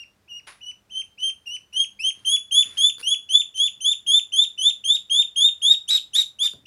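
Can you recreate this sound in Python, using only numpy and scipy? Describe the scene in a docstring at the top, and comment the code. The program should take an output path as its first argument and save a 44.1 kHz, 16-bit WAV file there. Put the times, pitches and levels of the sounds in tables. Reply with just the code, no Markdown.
"""A duckling peeps about four times a second, close by, in a plastic bucket in a small hard room.
Each peep is a whistle with four overtones that scoops up, climbs and drops; the first are soft,
and the last whole ones turn hoarse as the cycles of the voice grow uneven.
Scuffs are grains of friction, taps ring the modes of the plastic, and thuds are dull low noise.
The room answers with dying noise; a faint hum, hiss and rumble lie below."""
import sys
import numpy as np
from scipy import signal
from scipy.fft import rfft, irfft, next_fast_len
from scipy.io import wavfile

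SR = 44100
rng = np.random.default_rng(int(sys.argv[2]) if len(sys.argv) > 2 else 0)


def voltage_ratio(decibels):
    """Convert decibels (scalar or array-like) to amplitude ratios, 20 dB per decade."""
    exponent = np.asarray(decibels, float) / 20
    return 10 ** exponent


def file_out(sig):
    """Save sig as 16-bit WAV at sys.argv[1]."""
    # one column per channel
    cols = np.atleast_2d(sig).T
    # limit, then scale
    lim = np.clip(cols, -1, 1)
    pcm = np.round(lim * 32767).astype(np.int16)
    wavfile.write(sys.argv[1], SR, pcm)


N = 293706

# full peeps: start_s, length_s, low_pitch_hz, top_pitch_hz, strength_db
FULL_PEEPS = [(1.467, 0.09, 2690, 3022, -23), (1.736, 0.1, 2882, 3260, -19.5),
              (2, 0.095, 2565, 3239, -18.5), (2.258, 0.099, 3060, 3425, -18.5),
              (2.52, 0.1, 3110, 3512, -16.5), (2.78, 0.11, 3075, 3545, -16.5),
              (3.036, 0.1, 2808, 3417, -17), (3.298, 0.11, 3050, 3582, -14), (3.551, 0.12, 3010, 3528, -16),
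              (3.814, .11, 3101, 3601, -13), (4.074, .112, 3184, 3592, -14.5),
              (4.33, 0.11, 3138, 3636, -16.5), (4.586, 0.11, 3016, 3628, -15),
              (4.849, .11, 3176, 3717, -14.5), (5.107, 0.11, 3137, 3634, -14.5),
              (5.368, 0.11, 3241, 3685, -12.5), (5.627, 0.11, 3199, 3772, -12.5),
              (6.664, 0.088, 2996, 3470, -26.5)]
# soft first peeps with a long deep scoop: start_s, length_s, low_pitch_hz, top_pitch_hz, strength_db
SOFT_PEEPS = [(-.07, .1, 2820, 2804, -31.5), (0.299, 0.091, 2778, 2866, -28),
              (.626, 0.079, 2844, 2992, -24.5), (0.918, 0.092, 3000, 3152, -26.5),
              (1.198, 0.093, 2977, 3164, -24)]
# forced peeps leap to the top early and sag: start_s, length_s, climb_s, top_pitch_hz, strength_db
FORCED_PEEPS = [(5.887, 0.086, .024, 3910, -15.5), (6.142, 0.078, .042, 3846, -16),
                (6.397, 0.071, .052, 3657, -20.5)]
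# way of climbing, blended between rows: time_s, rest_before_climb_s, share_in_quick_step, step_delay_s
CLIMBING = [(.3, .025, .75, .035), (.92, .027, .4, .036), (1.2, .006, .8, .033), (1.46, .013, .26, .039),
            (1.74, .009, .5, .027), (2, 0, .27, .031), (2.26, .016, .23, .033), (2.52, .01, .33, .028),
            (3.04, .006, .22, .037), (3.3, .006, .36, .031), (3.55, .023, .15, .038), (3.81, .03, .3, .038),
            (4.6, .027, .2, .035), (4.85, .028, .23, .028), (5.11, .006, .09, .046),
            (5.36, .026, .13, .043), (5.63, .006, .17, .035)]
# scoops that overshoot the low pitch and settle back: time_s, overshoot_share_of_pitch
OVERSHOOTS = [(.303, .072), (.626, .059), (.914, .053), (1.463, .079), (1.733, .015), (2.257, .046),
              (2.518, .031), (2.781, .062), (3.554, .055), (4.074, .031), (5.109, .026), (5.627, .025)]
# how wide the bill is held: time_s, level_db per harmonic number
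BILL_BRIGHTNESS = [(0, -1.8), (.65, -3), (1.2, -0.9), (1.5, -1.8), (2, -1.5), (2.3, 2), (2.8, 0.6),
                   (3.3, -1.6), (3.8, -1.6), (4.1, .1), (4.6, -0.7), (5.1, -0.87), (5.65, -0.66), (5.9, 2),
                   (6.4, 1)]
# the whistle stands apart from its overtones, mostly fainter, until it catches: catch_s, level_before_db
LATE_WHISTLES = [(1.234, 4), (2.034, -4), (3.078, -0.5), (3.336, -7), (3.592, -9), (3.845, -21.5),
                 (4.371, -4), (4.89, -4.5), (5.898, -15), (6.153, -13), (6.41, -3)]
# reflections briefly strengthen or cancel the lowest harmonic: time_s, level_db
WHISTLE_INTERFERENCE = [(0.986, -1.5), (1.257, 1), (1.805, 5.5), (2.318, -5.5), (2.345, 4), (2.587, 4.5),
                        (2.847, 4.5), (3.105, -10), (3.123, 7), (3.353, 6.5), (3.395, -9), (3.603, 5.5),
                        (3.907, -8), (4.151, 5), (4.399, 7.5), (4.63, -9), (4.672, 6.5), (4.912, 7.5),
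                        (4.938, -8), (5.204, 3.5), (5.436, 0), (5.461, 5.5), (5.717, 8), (6.188, 2),
                        (6.16, 2), (6.226, -7), (6.422, 5.5), (6.462, 1)]
# throat, bill, bucket and microphone colour each harmonic by where it lies: pitch_hz, level_db
PASSAGE = [(2600, -0.5), (2950, -9.5), (3080, 2.5), (3250, -0.5), (3500, 0), (3620, -1), (3750, -3.5),
           (4200, -3), (5700, -18), (6200, -12.5), (6900, -13), (7500, -22.5), (8600, -34.5), (9200, -15.5),
           (9800, -12.5), (10400, -18.5), (11000, -26), (11600, -39.5), (12600, -36.5), (14000, -44),
           (15500, -50)]
# long breaks of the voice, as phase swing: start_s, end_s, every_third_cycle_db, every_second_cycle_db,
# chaos_db
HOARSE_BREAKS = [(5.722, 5.745, -27, -27, -28), (5.887, 5.985, -19, -26, -15), (6.15, 6.228, -24, -22, -17),
                 (6.43, 6.458, -13, -34, -21), (6.458, 6.478, -30, -21, -18)]
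# short cracks as a peep settles or gives way: time_s, chaos_db
VOICE_CRACKS = [(1.206, -20), (1.552, -30), (1.798, -33), (2.258, -27), (2.778, -16), (3.292, -14),
                (3.577, -13), (3.666, -19.5), (3.926, -25.5), (4.074, -27), (4.186, -42.5), (4.441, -18.5),
                (4.701, -17.5), (4.956, -17.5), (5.223, -23), (5.623, -27.5)]
# rubbing on the plastic: start_s, end_s, strength_db, brightness_db_per_octave, fade_t60_s
# (an end before the start: the stroke sets in already fading)
SCUFF_STROKES = [(0.467, 0.47, -39, -4.5, 0.27), (1.726, 1.76, -53.5, 1, 0.26),
                 (2.139, 2.36, -64, -3.5, 0.3), (2.635, 2.801, -53.5, -2.5, 0.26),
                 (2.989, 2.91, -13.5, 1, 0.18)]
# colour of the scuffs as the microphone hears them, plastic and microphone together, shape only:
# frequency_hz, level_db
SCUFF_COLOUR = [(150, -54), (600, -25), (1100, -14), (2200, -10), (5000, -14), (8600, -20.5), (9800, -2),
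                (11500, -20), (15000, -50.5)]
# claw or bill on the wall: time_s, strength_db
TAP_HITS = [(2.983, -30.5), (3.002, -31), (3.013, -27), (6.535, -36.5)]
# ringing modes of the plastic wall: pitch_hz, relative_level_db, t60_s
WALL_MODES = [(493, -22, 0.065), (1480, -6.5, 0.008), (4520, -5, 0.009), (9730, -5.5, 0.0036),
              (13500, -11.5, .002)]
# a foot lands on the floor of the bucket: time_s, strength_db, t60_s
FOOT_THUDS = [(2.17, -61, 0.52), (2.655, -57.5, 0.6), (6.536, -49.5, 0.26), (6.631, -65.5, 0.5)]
# how long the room rings: frequency_hz, t60_s
ROOM_T60 = [(500, 0.1), (3500, 0.24), (13000, 0.23)]
# colour of the hiss and rumble, shape only: frequency_hz, level_db
HISS_COLOUR = [(24, -84), (40, -12.5), (87, -5.5), (158, -12.5), (197, -14), (273, -15.5), (998, -21.5),
               (1380, -22), (15500, -38)]
# hum: pitch_hz, rms_level_db
HUM_TONES = [(199.2, -77.5)]

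SCOOP_S, SCOOP_DEPTH, SCOOP_DB = 0.011, 0.2, 5   # starts flat by a share of the pitch, with a small pip
SOFT_SCOOP_S, SOFT_SCOOP_DEPTH = 0.024, 0.3
DROP_S, DROP_DEPTH, DROP_DB = 0.016, 0.45, -22.5   # ends by sliding down as the air runs out
OVERSHOOT_S = 0.015   # settling time of an overshoot
CLIMB_BEND = 1.4   # above 1 the climb slows down toward the top
STEP_S = 0.0035   # time scale of the quick step within a climb
FORCED_FROM_HZ = 3200
SAG_HZ_PER_S2 = 115000   # the longer the climb, the faster the sag: Hz per s for each s of climb
ONSET_DB, ONSET_S = -7.5, 0.0057   # the breath builds up
SWELL_DB = -5   # and is this much weaker until the pitch has climbed
FADE_DB, FADE_S = -3, 0.0077   # then gives way just before the end
THIN_DB = -7   # per harmonic number, far out in the scoop; half of it in the drop
INTERFERENCE_S, CATCH_S, FAINT_S = 0.012, 0.002, 0.04
FLUTTER_DB = 1.6   # rms wavering of each harmonic on its own
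CHAOS_FLOOR_DB = -32   # chaos that is always in the voice
CRACK_S = 0.01


def rms_one(x):
    """Scale to rms 1."""
    return x / np.sqrt(np.mean(x ** 2) + 1e-20)


def coloured(x, spectrum, slope_db=0):
    """Shape x by (Hz, dB) points and a slope per octave about 2 kHz; rms 1."""
    size = next_fast_len(len(x))
    octave = np.log2(np.arange(size // 2 + 1) * SR / size + 1)
    hz, db = np.transpose(spectrum)
    gain = voltage_ratio(np.interp(octave, np.log2(hz), db) + slope_db * (octave - np.log2(2000)))
    return rms_one(irfft(rfft(x, size) * gain, size)[:len(x)])


def band(x, low_hz, high_hz):
    """Band-pass."""
    return signal.sosfilt(signal.butter(2, [low_hz, min(high_hz, .45 * SR)], "band", fs=SR, output="sos"), x)


def high_pass(x, order, hz):
    """Take away what lies below hz."""
    return signal.sosfilt(signal.butter(order, hz, "high", fs=SR, output="sos"), x)


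def noise_band(low_hz, high_hz):
    """Band of noise over the whole scene, rms 1."""
    return rms_one(band(rng.standard_normal(N), low_hz, high_hz))


def gate(start, end, edge):
    """1 between two times, with linear edges."""
    t = np.arange(N) / SR
    return np.clip(np.minimum(t - start, end - t) / edge + .5, 0, 1)


def duckling():
    """A whistle with overtones; where the voice breaks, cycles alternate in threes or twos and wobble."""
    pitch, held, breath, whistle, thin, fade = phrasing()
    heights = []
    for k in range(1, 6):
        level_db = breath + np.interp(k * held, *np.transpose(PASSAGE)) + k * thin
        level_db = level_db + (k == 1) * whistle + FLUTTER_DB * noise_band(9.5, 60)
        heights.append(np.sqrt(2) * fade * voltage_ratio(level_db))
    phase = 2 * np.pi * np.cumsum(pitch) / SR
    swing, chaos = uneven_cycles(phase)
    # pitch jitter smears the overtones
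    phase += 1.6 * chaos * rms_one(band(band(rng.standard_normal(N), 40, 300), 40, 300))
    steady, swung = (sum(h * np.sin(k * p + k * k) for k, h in enumerate(heights, 1))
                     for p in (phase, phase + swing))
    rasp = swung - steady + 0.85 * heights[0] * swing   # uneven cycles also push air of their own
    rasp = high_pass(rasp, 2, 4200)   # a small bill radiates lows poorly
    return high_pass(steady + rasp, 4, 1000)


def phrasing():
    """Pitch, held pitch, breath, whistle and harmonic gains (dB) and fade of the voice through all peeps."""
    t = np.arange(N) / SR
    pitch, held = np.full((2, N), 3000.)
    breath, fade, thin = np.zeros((3, N))
    whistle = sum(db * np.exp(-((t - s) / INTERFERENCE_S) ** 2) for s, db in WHISTLE_INTERFERENCE)
    when, *ways = np.transpose(CLIMBING)
    full, soft = (SCOOP_S, SCOOP_DEPTH), (SOFT_SCOOP_S, SOFT_SCOOP_DEPTH)
    calls = [(s, length, length, low, top, db, *full) for s, length, low, top, db in FULL_PEEPS]
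    calls += [(s, length, length, low, top, db, *soft) for s, length, low, top, db in SOFT_PEEPS]
    calls += [(s, length, climb, FORCED_FROM_HZ, top, db, *full)
              for s, length, climb, top, db in FORCED_PEEPS]
    for s, length, top_at, low_hz, top_hz, db, scoop, depth in calls:
        overshoot = sum(share for at, share in OVERSHOOTS if abs(at - s) < length / 2)
        # forced peeps climb at once, with neither rest nor step
        rest, step, step_at = [np.interp(s, when, way) * (top_at == length) for way in ways]
        on = (t > s - scoop) & (t < s + length + DROP_S)
        age = np.clip(t[on] - s, 0, length)
        early = np.clip((s - t[on]) / scoop, 0, 1)   # 1 to 0 through the scoop
        late = np.clip((t[on] - s - length) / DROP_S, 0, 1) ** 2   # 0 to 1 through the drop
        glide = 1 - (1 - np.clip((age - rest) / (top_at - rest), 0, 1)) ** CLIMB_BEND
        climbed = (1 - step) * glide + step / (1 + np.exp((step_at - age) / STEP_S))
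        sag = SAG_HZ_PER_S2 * top_at * np.maximum(age - top_at, 0)
        hz = low_hz + (top_hz - low_hz) * climbed - sag
        held[on] = hz
        pitch[on] = hz * (1 + overshoot * np.exp(-age / OVERSHOOT_S) - depth * early ** 2 - DROP_DEPTH * late)
        for catch, before_db in LATE_WHISTLES:
            if s < catch < s + length:
                uncaught = 1 / (1 + np.exp((age + s - catch) / CATCH_S))
                # half the change is there at the start, all of it after half of FAINT_S
                whistle[on] += before_db * uncaught * np.minimum(.5 + age / FAINT_S, 1)
        breath[on] = (db + ONSET_DB * np.exp(-age / ONSET_S) + SWELL_DB * (1 - climbed)
                      + FADE_DB * np.exp((age - length) / FADE_S))
        edge_gain = voltage_ratio(SCOOP_DB * np.sin(np.pi * early) + DROP_DB * late)
        fade[on] = (1 - early) ** 0.71 * (1 - late ** 4) * edge_gain
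        thin[on] = THIN_DB * (early + late / 2) + np.interp(s, *np.transpose(BILL_BRIGHTNESS))
    return pitch, held, breath, whistle, thin, fade


def uneven_cycles(phase):
    """Phase swing of a breaking voice: subharmonics and chaos; also returns the amount of chaos."""
    floor = voltage_ratio(CHAOS_FLOOR_DB)
    third, second, chaos = np.zeros(N), np.zeros(N), np.full(N, floor)
    for start, end, third_db, second_db, chaos_db in HOARSE_BREAKS:
        g = gate(start, end, 0.0022)
        third += g * voltage_ratio(third_db)
        second += g * voltage_ratio(second_db)
        chaos += g * voltage_ratio(chaos_db)
    for s, db in VOICE_CRACKS:
        chaos += voltage_ratio(db) * gate(s - CRACK_S / 2, s + CRACK_S / 2, 0.0019)
    # chaos: longer cycle patterns that come and go within hundredths of a second, and plain wobble
    *comes, unsteady = [noise_band(12, 80) for _ in range(5)]
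    patterns = sum(c * np.cos(phase * share) for c, share in zip(comes, (1 / 7, 1 / 4, 2 / 5, 3 / 5)))
    wobble = .62 * patterns * (1 - floor / chaos) + .22 * noise_band(150, 3000)
    alternating = third * np.cos(phase / 3) + second * np.cos(phase / 2)
    return (1 + 1.4 * unsteady) * alternating + chaos * wobble, chaos


def scuffs():
    """Dense uneven grains of friction, coloured by plastic and microphone, fading after each stroke."""
    out, size = np.zeros(N + SR), SR // 3
    t = np.arange(size) / SR
    for start, end, db, slope_db, t60 in SCUFF_STROKES:
        grains = rng.standard_normal(size) * voltage_ratio(4.5 * np.minimum(rng.exponential(1, size), 4))
        fading_s = np.maximum(t - end + start, 0)
        stroke = np.clip(t / 0.0098, 0, 1) * voltage_ratio(db - 60 * fading_s / t60)
        out[int(start * SR):][:size] += stroke * coloured(grains, SCUFF_COLOUR, slope_db)
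    return out[:N]


def taps():
    """Claw or bill on the wall: each click rings the wall's modes with strengths of its own."""
    at, out = [round(s * SR) for s, db in TAP_HITS], np.zeros(N)
    strength_db = np.array(TAP_HITS)[:, 1]
    chance_db = rng.normal(0, 1, (len(at), len(WALL_MODES)))
    for (hz, db, t60), spread in zip(WALL_MODES, chance_db.T):
        clicks = np.full(N, 1e-18)
        clicks[at] = voltage_ratio(strength_db + db - 2.5 + spread)
        r, w = voltage_ratio(-60 / (t60 * SR)), 2 * np.pi * hz / SR   # decay and turn of the mode per sample
        out += signal.lfilter([0, np.sin(w)], [1, -2 * r * np.cos(w), r * r], clicks)
    clicks = np.zeros(N)
    clicks[at] = voltage_ratio(strength_db - 17)   # the bare click of contact
    return out + band(clicks, 1800, 15000)


def thuds():
    """Feet on the bucket floor: dull low noise that sets in at once and dies away."""
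    t = np.arange(N) / SR
    shape = sum((t > s) * voltage_ratio(db - 60 * np.abs(t - s) / t60) for s, db, t60 in FOOT_THUDS)
    return band(shape * noise_band(45, 350), 45, 1110)


def room(x):
    """Diffuse echoes of a small hard room: noise that dies away, the lows soonest."""
    delay_s, level_db = 0.0039, -10.5
    t = np.arange(SR // 2) / SR
    hz, t60 = np.transpose(ROOM_T60)
    edges = np.geomspace(100, 16000, 9)
    tail = np.zeros(len(t))
    for low, high in zip(edges, edges[1:]):
        decay = voltage_ratio(-60 * t / np.interp(np.sqrt(low * high), hz, t60))
        tail += band(rng.standard_normal(len(t)), low, high) * decay
    tail = tail * np.clip(t / delay_s - 1, 0, 1)   # silent for the delay, then rising over as long again
    return voltage_ratio(level_db) * signal.fftconvolve(x, tail / np.sqrt(np.sum(tail ** 2)))[:N]


def background():
    """Steady hiss and rumble of shaped noise, with a wavering hum of narrow noise."""
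    hiss = voltage_ratio(-66) * coloured(rng.standard_normal(N), HISS_COLOUR)
    hum = sum(voltage_ratio(db) * noise_band(hz - 4, hz + 4) for hz, db in HUM_TONES)
    return hiss + hum


def scene():
    """Everything in the bucket rings in the room, over the background, at one microphone."""
    near = duckling() + scuffs() + taps() + thuds()
    return (near + room(near) + background())[None]


def band_limit(x):
    """A steep low-pass at the top of the band."""
    return signal.sosfilt(signal.butter(12, 15760, fs=SR, output="sos"), x)


def record(dry):
    """The mono microphone mix as it is kept."""
    return band_limit(dry)


dry = scene()
out = record(dry)
file_out(out)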